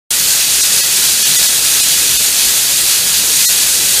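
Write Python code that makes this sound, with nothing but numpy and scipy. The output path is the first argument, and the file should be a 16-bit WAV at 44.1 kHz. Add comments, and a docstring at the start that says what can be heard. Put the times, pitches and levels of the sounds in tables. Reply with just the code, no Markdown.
"""A bright rush cuts in abruptly: corn pouring onto a steel spreader, outdoors, close by.
Thousands of kernel ticks a second merge with the hiss of grain sliding down the chutes;
the rush swells with the flow, sets the steel ringing and stutters now and then.
Underneath, the grain lands in a wagon with soft drumming and booms, and a machine hums."""
import sys
import numpy as np
from scipy import signal
from scipy.fft import rfft, irfft
from scipy.io import wavfile
from scipy.ndimage import uniform_filter1d

SR = 44100
rng = np.random.default_rng(int(sys.argv[2]) if len(sys.argv) > 2 else 0)


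def wrap_up_sound(samples):
    """Save the sound to the file named by the first command line argument, as 16-bit audio."""
    columns = np.atleast_2d(samples).T
    # keep every value between -1 and 1, then stretch to whole-number steps
    tamed = np.clip(columns, -1, 1)
    steps = np.round(tamed * 32767).astype(np.int16)
    wavfile.write(sys.argv[1], SR, steps)


N = 176400


# Spectrum of a kernel's tick on steel: f/Hz, relative level/dB
TICK_SPECTRUM = [(300, -32), (1100, -18.5), (1450, -10), (2150, -9), (2450, -5.5), (3050, -6.5), (3500, -3),
                 (4700, -1), (5500, -3.5), (6700, -1), (9000, -2.5), (12000, -6.5), (15300, -9)]

def kernel_ticks(level_db=-14.5, hits_per_s=14000, t60_s=0.0043, spots=24):
    """Kernels strike many spots; each answers with its own very short crack."""
    t = np.arange(512) / SR
    ticks = np.zeros(N)
    for _ in range(spots):
        crack = unit(rng.standard_normal(len(t)) * decay(t, t60_s))
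        hits = impacts(hits_per_s / spots, spread_db=2)
        ticks += signal.oaconvolve(hits, crack)[:N]
    return amp(level_db) * colour(ticks, TICK_SPECTRUM)


# Spectrum of sliding grain: f/Hz, relative level/dB
SLIDE_SPECTRUM = [(300, -30), (1100, -13.5), (1500, -13), (2100, -11.5), (2600, -4.5), (4000, -4.5),
                  (7000, -0.5), (10000, -1.5), (15300, -11.5)]

def chute_slide(level_db=-15):
    """The mass of grain rushes over the chutes."""
    return amp(level_db) * patchy_noise(SLIDE_SPECTRUM, patch_db=1.13, frames=14, bins=50)


def chinks(level_db=-18.5, hits_per_s=2400, t60_s=0.12, low_hz=1302, high_hz=14994, spots=1200):
    """Glancing kernels make spots of thin steel chink, each at its own pitch."""
    t = np.arange(6000) / SR
    pitch_hz = rng.uniform(low_hz, high_hz, spots)
    hits = impacts(hits_per_s, spread_db=2.1)
    rings = np.sin(2 * np.pi * pitch_hz[:, None] * t) * decay(t, t60_s)
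    struck_spot = rng.integers(0, spots, N)
    out = np.zeros(N + len(t))
    for at in np.flatnonzero(hits):
        out[at:at + len(t)] += hits[at] * rings[struck_spot[at]]
    return amp(level_db) * colour(out[:N], TICK_SPECTRUM)


# Modes of the steel ring and chutes: f/Hz, relative level/dB, t60/s
STEEL_MODES = [(406.6, -15, 0.23), (1323, -12, 0.15), (1452, -11.5, 0.072), (1635, -20.5, .25),
               (1686, -7, 0.35), (1955, -5, 0.12), (2520, -10, 0.12), (2569, -2.5, 0.09), (2908, -3.5, 0.1),
               (3270, -4, 0.11), (3390, -1, 0.14), (3790, -4.5, 0.1), (4037, 0, .1), (4300, 2.5, 0.12),
               (4604, 1, 0.08), (5170, 0, 0.046), (5904, 0.5, 0.078), (6595, 1.5, 0.063)]

def steel_ring(level_db=-24, hits_per_s=4000):
    """The hail of kernels keeps the steel's modes ringing."""
    t = np.arange(SR // 2) / SR
    ring = np.zeros(len(t))
    for hz, db, t60_s in STEEL_MODES:
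        mode = np.sin(2 * np.pi * (hz * t + rng.random()))
        ring += amp(db) * unit(decay(t, t60_s) * mode)
    hits = impacts(hits_per_s, spread_db=2)
    return amp(level_db) * unit(signal.oaconvolve(hits, ring)[:N])


# Spectrum of landing grain: f/Hz, relative level/dB
DRUM_SPECTRUM = [(20, -26), (40, -25), (60, -14), (90, 0), (115, -1.5), (142, 1.5), (170, -0.5),
                 (280, -3.5), (520, -3), (900, -6.5), (1500, -18), (4000, -43)]

def wagon_drumming(level_db=-34):
    """Grain lands on the heap and the wagon's walls."""
    return amp(level_db) * patchy_noise(DRUM_SPECTRUM, patch_db=1.45, frames=16, bins=5)


# Heavier slugs of grain: centre t/s, f/Hz, level/dB
GRAIN_SLUGS = [(.22, 150, -40.5), (.74, 147.4, -42.5), (1.08, 145.5, -40), (1.3, 140, -37.5),
               (2.21, 138, -38), (3.19, 197, -36.5), (3.22, 290, -40), (3.92, 132, -40.5)]

def wall_booms(half_width_s=0.04, waver_hz=8):
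    """Each slug draws a soft, unsteady boom from the wagon's wall."""
    t = np.arange(N) / SR
    waver_cycles = np.cumsum(waver_hz * wander(rate_hz=34)) / SR
    booms = np.zeros(N)
    for centre_s, hz, db in GRAIN_SLUGS:
        swell = np.exp(-((t - centre_s) / half_width_s) ** 2)
        booms += amp(db) * swell * unit(np.sin(2 * np.pi * (hz * t + waver_cycles)))
    return booms


def machine_hum(level_db=-47, waver_db=3.5, pitch_hz=51.5, drift_hz=0.19):
    """The machine feeding the grain gives one low, wavering tone."""
    cycles = np.cumsum(pitch_hz + drift_hz * wander(rate_hz=3.3)) / SR
    gain = amp(level_db + waver_db * wander(rate_hz=4.1))
    return gain * unit(np.sin(2 * np.pi * cycles))


# Stutters: centre t/s, length/s, deepest dip of the rush/dB
STUTTER_DIPS = [(0.624, .032, -18), (0.822, 0.033, -19), (1.242, .028, -24), (1.377, 0.034, -17),
                (1.479, .032, -16), (1.823, .034, -16), (2.183, 0.031, -21), (3.473, 0.051, -29)]

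def stutter(x, buzz_db=-0.8, low_hz=1200, partials_per_s=780, evenness=0.45, sharpness=1.6):
    """The rush briefly loses its bass and freezes into a thin buzz of its most prominent partials."""
    size = 1024
    t, hz = np.arange(N) / SR, np.fft.rfftfreq(size, 1 / SR)
    baseline = amp(evenness * spectrum_db(TICK_SPECTRUM, hz))
    out = x.copy()
    for centre_s, length_s, dip_db in STUTTER_DIPS:
        span = np.flatnonzero(abs(t - centre_s) < length_s / 2)
        frame = x[span[0]:][:size] * np.hanning(size)
        strength = abs(rfft(frame)) * (hz > low_hz)
        peaks = signal.find_peaks(strength, distance=5)[0]
        ranked = peaks[np.argsort((strength / baseline)[peaks])]
        held = ranked[-round(partials_per_s * length_s):]
        phase = rng.random(len(hz))
        tones = sum(strength[k] * np.sin(2 * np.pi * (hz[k] * t[span] + phase[k])) for k in held)
        buzz = amp(buzz_db) * x[span].std() * unit(tones)
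        triangle = 1 - 2 * abs(t[span] - centre_s) / length_s
        rush_gain = np.minimum(amp(dip_db * triangle ** sharpness), 1)
        out[span] = rush_gain * x[span] + np.sqrt(1 - rush_gain ** 2) * buzz
    return out


def impacts(per_s, spread_db):
    """Random blows, mostly small, a few hard."""
    force = amp(spread_db * np.minimum(rng.exponential(1, N), 5))
    return force * rng.choice([-1, 1], N) * (rng.random(N) < per_s / SR)


def patchy_noise(spectrum, patch_db, frames, bins):
    """Coloured noise whose level drifts in time-frequency patches."""
    real, imag, patches = rng.standard_normal((3, N // 256 + 5, 513))
    patches = uniform_filter1d(patches, frames, axis=0)
    patches = unit(uniform_filter1d(patches, bins, axis=1))
    cells = (real + 1j * imag) * amp(patch_db * patches)
    _, noise = signal.istft(cells.T, nperseg=1024, noverlap=768)
    return colour(noise[:N], spectrum)


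def wander(rate_hz):
    """Smooth random drift up to about rate_hz, rms 1."""
    ratio = np.fft.rfftfreq(N, 1 / SR) / rate_hz
    return unit(irfft(rfft(rng.standard_normal(N)) * ratio / (1 + ratio ** 2) ** 1.5, N))


def colour(x, spectrum):
    """Filters by a spectrum, to rms 1."""
    gain = amp(spectrum_db(spectrum, np.fft.rfftfreq(N, 1 / SR)))
    return unit(irfft(rfft(x) * gain, N))


def spectrum_db(spectrum, hz):
    """Interpolates on a log-frequency axis."""
    knots_hz, db = np.transpose(spectrum)
    return np.interp(np.log(hz + 1), np.log(knots_hz + 1), db)


def decay(t, t60_s):
    """Falls 60 dB in t60_s."""
    return np.exp(-np.log(1000) * t / t60_s)


def amp(db):
    """Decibels to gain."""
    return 10 ** (np.asarray(db) / 20)


def unit(x):
    """Scales to rms 1."""
    return x / np.sqrt(np.mean(x ** 2) + 1e-20)


# Strength of the stream: t/s, level/dB before scaling by flow_depth
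GRAIN_FLOW = [(0.11, -1.9), (0.24, -0.6), (0.3, 0.4), (0.35, -0.4), (0.49, -1.1), (0.64, 0.7), (0.69, -0.4),
              (0.78, 0.5), (0.86, -1.4), (1.03, 0.5), (1.1, 0.5), (1.17, -1.5), (1.22, 0), (1.3, 0.6),
              (1.37, 1.5), (1.46, 1.5), (1.51, -0.7), (1.56, 1), (1.6, -2.5), (1.67, 0.5), (2.25, -0.1),
              (2.31, -1.5), (2.41, 1), (2.48, 0.5), (2.58, 0.8), (2.63, -2), (2.7, 0.4), (2.75, -2),
              (2.79, -0.4), (2.85, 0.3), (2.94, 0.7), (3.05, -2), (3.21, 0.1), (3.27, -1), (3.44, 1.5),
              (3.51, 1.1), (3.59, 0.5), (3.73, -1), (3.78, -1), (4.0, 0.3)]

def scene(flow_depth=0.84, clump_db=0.35):
    """The spreader follows the flow, over wagon and machine; both channels alike."""
    flow_db = flow_depth * np.interp(np.arange(N) / SR, *np.transpose(GRAIN_FLOW))
    flow_gain = amp(flow_db + clump_db * wander(rate_hz=11))
    spreader = flow_gain * (kernel_ticks() + chute_slide() + steel_ring() + chinks())
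    mono = stutter(spreader + wagon_drumming() + machine_hum() + wall_booms())
    return np.array([mono, mono])


def record(dry, start_s=0.1052, rise_s=0.001, cutoff_hz=15300):
    """Abrupt start, full-scale clipping, low-pass."""
    gate = np.clip((np.arange(N) / SR - start_s) / rise_s, 0, 1)
    clipped = np.clip(dry * gate, -1, 1)
    lowpass = signal.firwin(1023, cutoff_hz, window=("kaiser", 9), fs=SR)
    return signal.oaconvolve(clipped, lowpass[None], "same")


dry = scene()
out = record(dry)
wrap_up_sound(out)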